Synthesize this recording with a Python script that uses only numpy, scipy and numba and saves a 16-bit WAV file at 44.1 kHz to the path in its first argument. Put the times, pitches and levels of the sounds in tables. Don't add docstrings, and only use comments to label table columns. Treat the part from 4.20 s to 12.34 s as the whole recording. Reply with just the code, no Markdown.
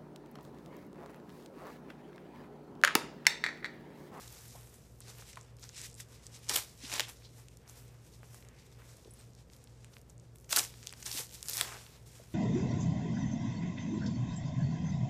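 import sys
import numpy as np
from scipy import signal
from scipy.fft import rfft, irfft
from scipy.io import wavfile
from scipy.ndimage import uniform_filter1d
from numba import njit

SR = 44100
rng = np.random.default_rng(int(sys.argv[2]) if len(sys.argv) > 2 else 0)


def to_linear_factor(level_db):
    exponent = np.asarray(level_db, float) / 20
    return 10 ** exponent


def file_out(sig):
    cols = np.atleast_2d(sig).T
    lim = np.clip(cols, -1, 1)
    pcm = np.round(lim * 32767).astype(np.int16)
    wavfile.write(sys.argv[1], SR, pcm)


N = 358974

# (centre [Hz], width [Hz], level [dB])
FOLDS = [(687, 760, 1.5), (1333, 1270, 3), (2200, 1530, -5.5)]
CREASES = [(3300, 2360, 1.5), (4770, 2830, 5.5), (6380, 3520, 4), (7800, 4400, -11)]
FINEST = [(10230, 5600, 2.5), (12400, 2600, -6.5), (14300, 7100, 0.5)]

# (crest [s], rustle [dB], rise [s per 20 dB], fall [s per 20 dB], finest creases [dB re rustle])
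PULLS = [(2.296, -33.5, -0.0358, 0.07, -7), (2.345, -32.5, 0.0358, 0.037, -3),
         (2.372, -33.5, 0, 0.058, -0.5), (2.645, -48, 0.07, 0.21, -24), (2.74, -37, 0.0752, 0.1334, -10.5),
         (2.802, -37, -0.03, 0.0274, -25), (2.885, -51, -0.03, 0.07, -0.5), (2.96, -65.5, -0.5, 1.1, -8),
         (6.296, -48.5, 0, 0.2, 0), (6.311, -37, 0.0136, 0.0439, -4), (6.328, -33.5, 0.0153, 0.0532, -6),
         (6.352, -37.5, 0.0261, .04, -9), (6.39, -30, 0.0378, 0.0442, 0),
         (6.43, -43.5, -0.0126, 0.09, -2.5), (6.83, -54.5, 0.1, -0.2, -14), (6.862, -38, 0.01, 0.07, -7),
         (6.915, -44, 0.0141, 0, -13), (6.993, -38.5, 0.1537, 0.07, 0), (7.15, -52, 0.11, 0.13, -2.5),
         (7.292, -42.5, 0.01, 0.1149, -2), (7.345, -41, 0.006, 0.11, 0.5), (7.385, -36.5, 0.01, 0.09, -4),
         (7.425, -50, 0, 0.17, -7.5), (7.54, -50, 0.34, 0.14, -9.5)]
PICKS = [(0, -57.5, .1, 0.98, -0.5), (.361, -61, 0.67, 0.11, 0), (0.55, -65.5, 0.13, 0.12, -0.5),
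         (.63, -71, 0.06, 0.093, -11), (0.818, -57, 0.008, 0.035, -29.5), (.9, -51, 0.069, 0.045, -10),
         (1.015, -54.5, .11, .035, -3.5), (1.1, -52.5, 0.097, 0.072, -9), (1.177, -60, .07, 0.18, -14),
         (1.437, -58.5, 0.06, 0.093, -4), (1.49, -63, .1, .1, -10), (1.57, -47, 0.066, 0.16, -22),
         (1.649, -45.5, 0.079, 0.064, -8), (1.805, -47, 0.038, 0.038, -6),
         (1.954, -59.5, 0.16, 0.083, -6.5), (2.063, -55.5, 0.088, 0.047, -11),
         (2.154, -50.5, 0.058, 0.076, -11.5), (2.24, -56.5, 0.065, 0.61, -13), (3.49, -61.5, 0.028, .28, 0),
         (6.165, -73, 0.035, 0.34, 3.5), (7.865, -59.5, 0.012, 0.35, -5.5)]
# (crest [s], rustle [dB], spread [s], finest creases [dB re rustle])
FIDGETS = [(2.5, -63.5, 0.25, -2), (3.06, -68, 0.072, -21), (3.19, -62, 0.13, 0), (3.321, -67, 0.074, -14),
           (3.58, -62.5, 0.11, 3), (3.69, -66.5, .12, -7), (3.865, -65, 0.13, -3.5),
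           (3.94, -62.5, 0.11, -6), (4.045, -65, .08, -3), (4.145, -60.5, 0.21, -2.5),
           (4.39, -66, 0.12, -6), (4.465, -66, .05, -3), (4.52, -67, .08, -5), (4.603, -67, 0.046, 0),
           (4.701, -63, 0.46, -5), (4.999, -62.5, 0.22, -6), (5.202, -65.5, 0.094, -8.5),
           (5.332, -65, 0.1, -2), (5.443, -69, 0.31, -9), (5.646, -67, 0.36, -20), (5.744, -69.5, 0.13, 2),
           (5.903, -71, 0.08, 1.5), (6.047, -70, 0.13, -9.5), (6.56, -61.5, 0.48, -3),
           (6.671, -59, 0.18, -22), (7.266, -54.5, 0.11, 4), (7.66, -59.5, 0.27, -3.5),
           (7.76, -63, 0.037, -11), (7.97, -61, 0.2, -6.5), (8.14, -59.5, 0.21, -6)]
# (crest [s], level [dB], spread [s])
CRUMPLES = [(.05, -61, 0.65), (.36, -65.5, 0.31), (.89, -59, 0.13), (.99, -55, 0.042), (1.024, -56, 0.019),
            (1.18, -65, 0.37), (1.439, -55.5, 0.037), (1.96, -66, 0.51), (2.154, -65, 0.14),
            (2.311, -41, 0.045), (2.368, -38, 0.057), (2.73, -41.5, 0.072), (2.765, -43.5, 0.087),
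            (2.81, -47.5, 0.046), (6.326, -41.5, 0.043), (6.98, -59.5, 0.073), (2.89, -48, 0.039),
            (3.55, -63.5, 0.47), (4.04, -64, 0.036), (4.25, -67, 0.43), (4.603, -58.5, 0.093),
            (6.379, -33.5, 0.055), (7.293, -46, 0.023), (7.44, -47.5, 0.22), (7.5, -53, .08),
            (7.555, -49, 0.08)]

# (time [s], peak [dB], main ring [Hz], second ring [Hz])
NICKS = [(0.077, -35.5, 7900, 700), (0.0798, -37.5, 3700, 7100), (0.1254, -34, 7100, 12600),
         (0.2553, -41, 3960, 11900), (0.2816, -41, 12600, 8400), (0.4107, -46, 10300, 3500),
         (0.4734, -50, 6700, 2000), (0.4952, -47, 9400, 7000), (0.5421, -42, 7460, 10600),
         (0.805, -34.5, 8260, 11200), (0.8085, -42, 1200, 7900), (0.882, -41, 6700, 4400),
         (1.0234, -42, 1400, 1500), (1.131, -40, 6270, 2100), (1.1344, -41, 2400, 6700),
         (1.158, -37.5, 3530, 8400), (1.1725, -32.5, 1190, 2200), (1.1746, -39, 1000, 2900),
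         (1.212, -40, 7040, 7060), (1.2308, -47, 7100, 7500), (1.3685, -46, 5940, 10600),
         (1.387, -45.5, 2600, 5600), (1.3958, -46, 5600, 14100)]
CREEPS = [(1.4277, -40, 5300, 6700), (1.4316, -38, 5040, 5330), (1.4352, -37, 5300, 5300),
          (1.44, -35.5, 5900, 6700), (1.492, -33.5, 6300, 5900), (1.496, -38.5, 1690, 5600),
          (1.5795, -33, 6700, 2200), (1.6157, -32, 7800, 7100), (1.6995, -40, 8400, 6300),
          (1.7068, -47, 7500, 700), (1.7132, -44, 7100, 9400), (1.7298, -43, 8400, 6300),
          (1.7431, -39, 7900, 8400), (1.7516, -39, 7500, 8400), (1.762, -45, 7900, 7900),
          (1.8012, -36.5, 2400, 2200), (1.803, -39, 3300, 6700), (1.804, -34, 8900, 2200),
          (1.806, -29.5, 7160, 6750), (2.0672, -33, 7400, 6200), (2.1899, -45, 1400, 11200),
          (2.2321, -48, 11200, 3500)]
CRACKS = [(2.284, -33, 6300, 3100), (2.2898, -23, 6300, 7500), (2.2943, -17, 8400, 4700),
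          (2.2957, -16, 6300, 4700), (2.2974, -20, 8900, 2500), (2.3585, -14, 6300, 13000),
          (2.3616, -12, 3000, 12800), (2.3643, -13, 2900, 9500), (2.3622, -17, 6300, 2800),
          (2.371, -21, 3300, 11900), (2.3845, -26, 7900, 5000), (2.4477, -35, 7500, 3300),
          (2.4955, -42, 10000, 4700), (2.5771, -45, 8900, 5000), (2.6153, -47, 3100, 1800),
          (2.6376, -40, 4000, 1100), (2.6498, -38, 3300, 4000), (2.6533, -37, 4000, 3000),
          (2.6571, -37, 4200, 3000), (2.68, -35, 7100, 3000), (2.6982, -31, 5600, 2200),
          (2.718, -26, 2400, 5600), (2.7272, -24, 2400, 4400), (2.7396, -22, 7100, 1700),
          (2.7419, -28, 2200, 6700), (2.7478, -29, 3300, 2200), (2.7515, -32, 2800, 1500),
          (2.7538, -26, 2200, 4400), (2.7565, -27, 7500, 3000), (2.7596, -29, 3000, 7000),
          (2.7637, -28, 3700, 1200), (2.7804, -27, 1400, 4400), (2.7846, -29, 3700, 5600),
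          (2.7964, -12, 3000, 6000), (2.7972, -13, 2900, 1500), (2.8009, -28, 4700, 3100),
          (2.8057, -13, 2900, 6200), (2.8051, -19, 2600, 5200), (2.8913, -35, 4200, 10600),
          (2.8978, -35, 10600, 4400)]
TICKS = [(3.023, -48, 900, 2500), (3.2848, -41.5, 7200, 3140), (3.3714, -42, 5900, 10000),
         (3.3741, -52, 8900, 6700), (3.4776, -43, 5600, 700), (3.497, -37, 6700, 800),
         (3.6805, -48, 7500, 1600), (4.032, -38, 1660, 697), (4.1454, -38.5, 1300, 8500),
         (4.226, -46, 2000, 4400), (4.25, -47, 2000, 7900), (4.2873, -42, 5570, 8400),
         (4.62, -46, 1300, 2400), (4.7695, -44, 9200, 5600), (4.8481, -48.5, 5300, 3500),
         (4.9083, -52, 8400, 2500), (4.937, -42, 10000, 10600), (5.011, -45, 7550, 3500),
         (5.0931, -58, 9400, 2800), (5.1343, -54, 6300, 5900), (5.151, -45.5, 5600, 8900),
         (5.3, -49, 5000, 2100), (5.3344, -42.5, 4740, 7100), (5.365, -44.5, 5300, 11900),
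         (5.4409, -44, 8000, 11000), (5.4737, -46.5, 4500, 3200), (5.6458, -37, 2500, 7900),
         (5.7338, -54, 3700, 6300), (5.736, -49, 5000, 700), (5.738, -50, 5600, 3500),
         (5.741, -45, 5600, 3300), (5.7679, -37.5, 1810, 3300), (5.7837, -46, 5300, 10000),
         (5.8152, -48.5, 7100, 11200), (5.898, -41.5, 8400, 700), (5.902, -44.5, 6770, 6300),
         (5.9802, -48.5, 7450, 7100), (5.9985, -49, 6700, 6700), (6.158, -46, 3000, 11200),
         (6.159, -43, 9300, 9400), (6.185, -44, 6330, 11200), (6.2003, -51, 10000, 6700),
         (6.2105, -48, 7500, 11900), (6.2445, -49, 7100, 3100), (6.2463, -49, 7100, 2500)]
RIP = [(6.2936, -37, 7100, 2200), (6.3143, -31, 1600, 5600), (6.3209, -23, 8400, 6700),
       (6.3243, -21, 9400, 4400), (6.3264, -17, 7900, 4200), (6.3282, -12, 7100, 3300),
       (6.3298, -15, 1300, 3700), (6.3622, -9, 4400, 11900), (6.3634, -10, 11900, 4700),
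       (6.3662, -12, 4800, 9800), (6.3679, -15, 5000, 11500), (6.3716, -15, 4800, 10800),
       (6.3728, -12, 1500, 8600), (6.3806, -20, 7500, 1800), (6.3852, -13, 5900, 10000),
       (6.3886, -10, 7900, 5600), (6.39, -14, 4800, 8400), (6.3932, -15, 5300, 3500),
       (6.3956, -16, 7900, 3500), (6.4498, -29, 7100, 2500), (6.5407, -42, 1900, 4000),
       (6.6295, -37, 5900, 2400), (6.6354, -44, 5600, 2400), (6.6385, -38, 7100, 1900),
       (6.6658, -39, 5300, 11200), (6.6712, -23, 6700, 3700), (6.6783, -40, 4200, 6300),
       (6.6939, -35, 4400, 6300), (6.7058, -39, 5300, 1700), (6.7265, -31, 2100, 8400),
       (6.7372, -34, 4700, 1600), (6.7737, -46, 6700, 4000)]
CRINKLES = [(6.8024, -44, 7900, 14100), (6.8263, -36, 7100, 2200), (6.8283, -31, 6300, 2200),
            (6.832, -35, 6300, 2200), (6.8577, -30, 8400, 5900), (6.862, -21, 6700, 5300),
            (6.8651, -26, 7900, 5000), (6.8668, -29, 7900, 3700), (6.9146, -25, 5000, 5000),
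            (6.9168, -28, 5600, 10000), (6.9273, -25, 4700, 6300), (6.9742, -27, 5600, 3000),
            (6.992, -30, 1900, 5000), (7.0683, -40, 8400, 5300), (7.0935, -40, 6300, 3100),
            (7.1116, -39, 6700, 3100), (7.1251, -40, 3300, 6300), (7.1339, -38, 4400, 8400),
            (7.1412, -35, 8900, 5600), (7.1459, -36, 4700, 8400), (7.1496, -37, 4700, 10000),
            (7.1524, -37, 7500, 3100), (7.1565, -37, 7500, 4000), (7.208, -41, 6300, 8400),
            (7.2285, -23, 4700, 8900)]
STRIP = [(7.2581, -33, 6300, 8900), (7.2764, -31, 8400, 5000), (7.285, -21, 5600, 10000),
         (7.289, -31, 8900, 4700), (7.2931, -29, 7900, 5300), (7.2971, -18, 11900, 5300),
         (7.3332, -24, 4700, 8400), (7.3357, -23, 5900, 11900), (7.3389, -27, 9400, 5900),
         (7.341, -24, 10000, 5900), (7.3704, -20, 5600, 11200), (7.3787, -17, 5000, 10600),
         (7.3808, -26, 8400, 5000), (7.3986, -26, 8900, 3700), (7.4009, -23, 2200, 9400),
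         (7.4115, -11, 2900, 8600), (7.4121, -18, 4800, 2600), (7.5203, -37, 1100, 2100),
         (7.5435, -35, 1000, 5000), (7.591, -42, 3700, 6700), (7.6654, -41, 3700, 2500), ]

# (crest [s], level [dB], spread [s], centre [Hz])
RUBS = [
    (.362, -58, 0.043, 800),
    (2.825, -46.5, 0.061, 2980),
    (.82, -66.5, 0.03, 3500),
    (1.595, -56, 0.041, 2200),
    (1.65, -54.5, 0.04, 2200),
    (3.057, -58, .04, 4400),
    (4.4, -71.5, 0.37, 2200),
    (7.44, -51, 0.049, 970),
    (7.53, -50.5, 0.065, 1290),
]
# (time [s], lower ring [Hz], lower ring [dB], upper ring [dB])
CLINKS = [
    (0.543, 7800, -63, -64),
    (.557, 7600, -62.5, -60),
    (0.591, 7700, -68, -66),
    (4.908, 7860, -57, -54.5),
    (4.939, 7900, -68, -61.5),
    (4.989, 8200, -54, -64.5),
    (7.437, 7700, -60, -51),
]
# (time [s], peak [dB], centre [Hz])
BUMPS = [(0.346, -45, 645), (1.17, -40, 930), (2.634, -41.5, 307), (2.797, -32, 580), (4.847, -45.5, 427),
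         (4.871, -46.5, 428), (6.326, -31, 844), (6.371, -27, 1320), (6.947, -42.5, 290),
         (6.992, -41.5, 493), (7.41, -35, 905), (7.994, -45, 550)]
# (frequency [Hz], level [dB rms], first crest [s])
HUM = [(55.84, -65.3, 0.0138), (58.94, -70.3, 0.0007), (74.31, -67.3, 0.0005), (111.41, -67.7, 0.0083),
       (116.79, -76.1, 0.0027), (117.88, -60.5, 0.0048), (120.0, -66.5, 0.0033), (148.58, -75.6, 0.0047),
       (235.83, -80.6, 0.0011), (240.14, -83.0, 0.0031)]
# (frequency [Hz], density [dB per Hz])
AIR = [(30, -16.5), (50, -18), (90, -9.5), (125, 3), (200, -6), (310, -10.5), (470, -7.5), (600, -14.5),
       (960, -21), (3200, -34), (7500, -40), (13300, -56), (15500, -45)]

REST_DB = -86
BEND = 1.094
FIDGET_RISE, CRUMPLE_RISE = 0.69, 0.58
PULL_FOLDS_DB, PICK_FOLDS_DB, FIDGET_FOLDS_DB = -11.5, -17, -6
TILT = 0.14
SNAP_S = 0.00017
LINK_UPPER_HZ, LINK_T60_S = 9650, 0.054
AIR_DB = -61.5
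ROOM_T60_S, ROOM_DAMP, ROOM_DB = 0.26, 0.36, -19.5
TOP_HZ = 15150
STEP = 32


def level(x, db):
    return x * to_linear_factor(db) / np.sqrt(np.mean(x ** 2))


def band(x, hz, width_hz):
    edges_hz = np.clip([hz - width_hz / 2, hz + width_hz / 2], 20, 0.45 * SR)
    return signal.sosfilt(signal.butter(2, edges_hz, "bandpass", fs=SR, output="sos"), x)


def walk(rate_hz):
    hold = int(SR / rate_hz)
    held = np.repeat(rng.standard_normal(N // hold + 1), hold)
    slewed = uniform_filter1d(uniform_filter1d(held, hold), hold)
    return 1.05 * slewed[:N]


def add(track, s, sound):
    i = int(s * SR)
    track[i:i + len(sound)] += sound[:N - i]


def swell(s, db, rise_s, fall_s):
    lag_s = np.arange(0, N, STEP) / SR - s
    away = np.where(lag_s < 0, -lag_s / max(rise_s, 0.004), lag_s / max(fall_s, 0.004))
    return to_linear_factor(2 * (db - 20 * away ** BEND))


def handling():
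    fidgets = [(s, db, FIDGET_RISE * spread_s, spread_s, fine_db) for s, db, spread_s, fine_db in FIDGETS]
    moves = PULLS + PICKS + fidgets
    power = np.array([swell(*move[:4]) for move in moves])
    rest = to_linear_factor(2 * REST_DB)
    total = power.sum(axis=0) + rest
    finest = to_linear_factor(2 * np.array(moves)[:, -1]) @ power + rest
    counts = [len(PULLS), len(PICKS), len(FIDGETS)]
    shares_db = np.repeat([PULL_FOLDS_DB, PICK_FOLDS_DB, FIDGET_FOLDS_DB], counts)
    folds = to_linear_factor(2 * shares_db) @ power + rest
    for s, db, spread_s in CRUMPLES:
        folds = folds + swell(s, db, CRUMPLE_RISE * spread_s, spread_s)
    points = np.arange(0, N, STEP)
    rustle_db, folds_db, finest_db = [np.interp(np.arange(N), points, 10 * np.log10(p))
                                      for p in (total, folds, finest)]
    return rustle_db, folds_db - rustle_db, finest_db - rustle_db


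def rustle():
    rustle_db, folds_db, finest_db = handling()
    slip_db = walk(45) + 1.2 * walk(300)
    out = 0
    for family, share_db in ((FOLDS, folds_db), (CREASES, 0), (FINEST, finest_db)):
        sizes = to_linear_factor(1.57 * rng.exponential(size=N)) * (rng.random(N) < 0.3)
        buckles = sizes * rng.standard_normal(N) * to_linear_factor(slip_db)
        lean = TILT * (finest_db + 7.5) * (family is CREASES)
        ring = 0
        for hz, width_hz, db in family:
            patch_db = 2.2 * walk(25)
            ring = ring + to_linear_factor(db + lean * np.log2(hz / 5000) + patch_db) * band(buckles, hz, width_hz)
        out = out + level(ring, -1.13) * to_linear_factor(rustle_db + share_db)
    return out


def snaps():
    out, size = np.zeros(N), 256
    t, hz = np.arange(size) / SR, np.fft.rfftfreq(size, 1 / SR) + 1
    release = (t / SNAP_S) * np.exp(-t / SNAP_S) + 0.07 * np.exp(-t / 0.0015)
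    low_cut = np.clip(hz / 400, 0, 1)
    for s, db, main_hz, second_hz in NICKS + CREEPS + CRACKS + TICKS + RIP + CRINKLES + STRIP:
        burst = rfft(np.roll(rng.standard_normal(size) * release, 40))
        burst /= np.sqrt(uniform_filter1d(np.abs(burst) ** 2, size=9)) ** 0.8
        main, second = [np.exp(-0.5 * ((hz - ring_hz) / (450 + 0.16 * ring_hz)) ** 2)
                        for ring_hz in (main_hz, second_hz)]
        spill = 0.15 * to_linear_factor((db + 20) / 4)
        snap = irfft(burst * (spill + main + 0.7 * second) * low_cut)
        peak = np.abs(snap).max()
        add(out, s - np.abs(snap).argmax() / SR, snap * to_linear_factor(db) / peak)
    return out


def rubs():
    grains = rng.standard_normal(N) * to_linear_factor(3 * walk(200))
    out = np.zeros(N)
    for s, db, spread_s, hz in RUBS:
        envelope = np.repeat(np.sqrt(swell(s, db, spread_s, spread_s)), STEP)[:N]
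        out += level(band(grains, hz, 0.5 * hz), 0) * envelope
    return out


def chain():
    out, t = np.zeros(N), np.arange(SR // 8) / SR
    decay = np.exp(-np.log(1000) * t / LINK_T60_S)
    for s, lower_hz, lower_db, upper_db in CLINKS:
        for hz, db in ((lower_hz, lower_db), (LINK_UPPER_HZ, upper_db)):
            add(out, s, to_linear_factor(db) * np.sin(2 * np.pi * hz * t) * decay)
    return out * to_linear_factor(4.8 * walk(150))


def bumps():
    out, t = np.zeros(N), np.arange(SR // 8) / SR
    for s, db, hz in BUMPS:
        push_s = 0.0032 * to_linear_factor(-0.15 * (db + 33))
        push = rng.standard_normal(len(t)) * t * np.exp(-t / push_s)
        knock = band(push, hz, 0.6 * hz)
        add(out, s, knock * to_linear_factor(db - 2.0) / np.abs(knock).max())
    return out


@njit
def walls(x, lags, gain, damp):
    line, soft, out = np.zeros((8, 4096)), np.zeros(8), np.zeros(len(x))
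    for i in range(len(x)):
        total = 0.
        for k in range(8):
            soft[k] += (1 - damp) * (gain[k] * line[k, (i - lags[k]) & 4095] - soft[k])
            total += soft[k]
            out[i] += soft[k] * (1 - 2 * (k % 2))
        for k in range(8):
            line[k, i & 4095] = x[i] + soft[k] - total / 4
    return out


def appliances():
    t = np.arange(N) / SR
    tones = np.zeros(N)
    for hz, db, crest_s in HUM:
        tones += np.sqrt(2) * to_linear_factor(db) * np.cos(2 * np.pi * hz * (t - crest_s))
    air_hz, air_db = np.transpose(AIR)
    log_hz = np.log(np.fft.rfftfreq(N, 1 / SR) + 1)
    colour = to_linear_factor(np.interp(log_hz, np.log(air_hz), air_db))
    air = irfft(rfft(rng.standard_normal(N)) * colour, N)
    return tones + level(air, AIR_DB)


def scene():
    near = rustle() + snaps() + rubs() + chain() + bumps()
    lags = np.array([457, 613, 787, 971, 1193, 1423, 1657, 1901])
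    gain = to_linear_factor(-60 * lags / SR / ROOM_T60_S)
    room = walls(near + 1e-18, lags, gain, ROOM_DAMP)
    return (near + to_linear_factor(ROOM_DB) * room + appliances())[None]


def band_limit(x):
    return signal.sosfilt(signal.butter(12, 16470, fs=SR, output="sos"), x)


def record(dry):
    top_cut = signal.ellip(10, 0.2, 50, TOP_HZ, fs=SR, output="sos")
    mix = signal.sosfilt(top_cut, np.tanh(dry))
    return band_limit(mix)


dry = scene()
out = record(dry)
file_out(out)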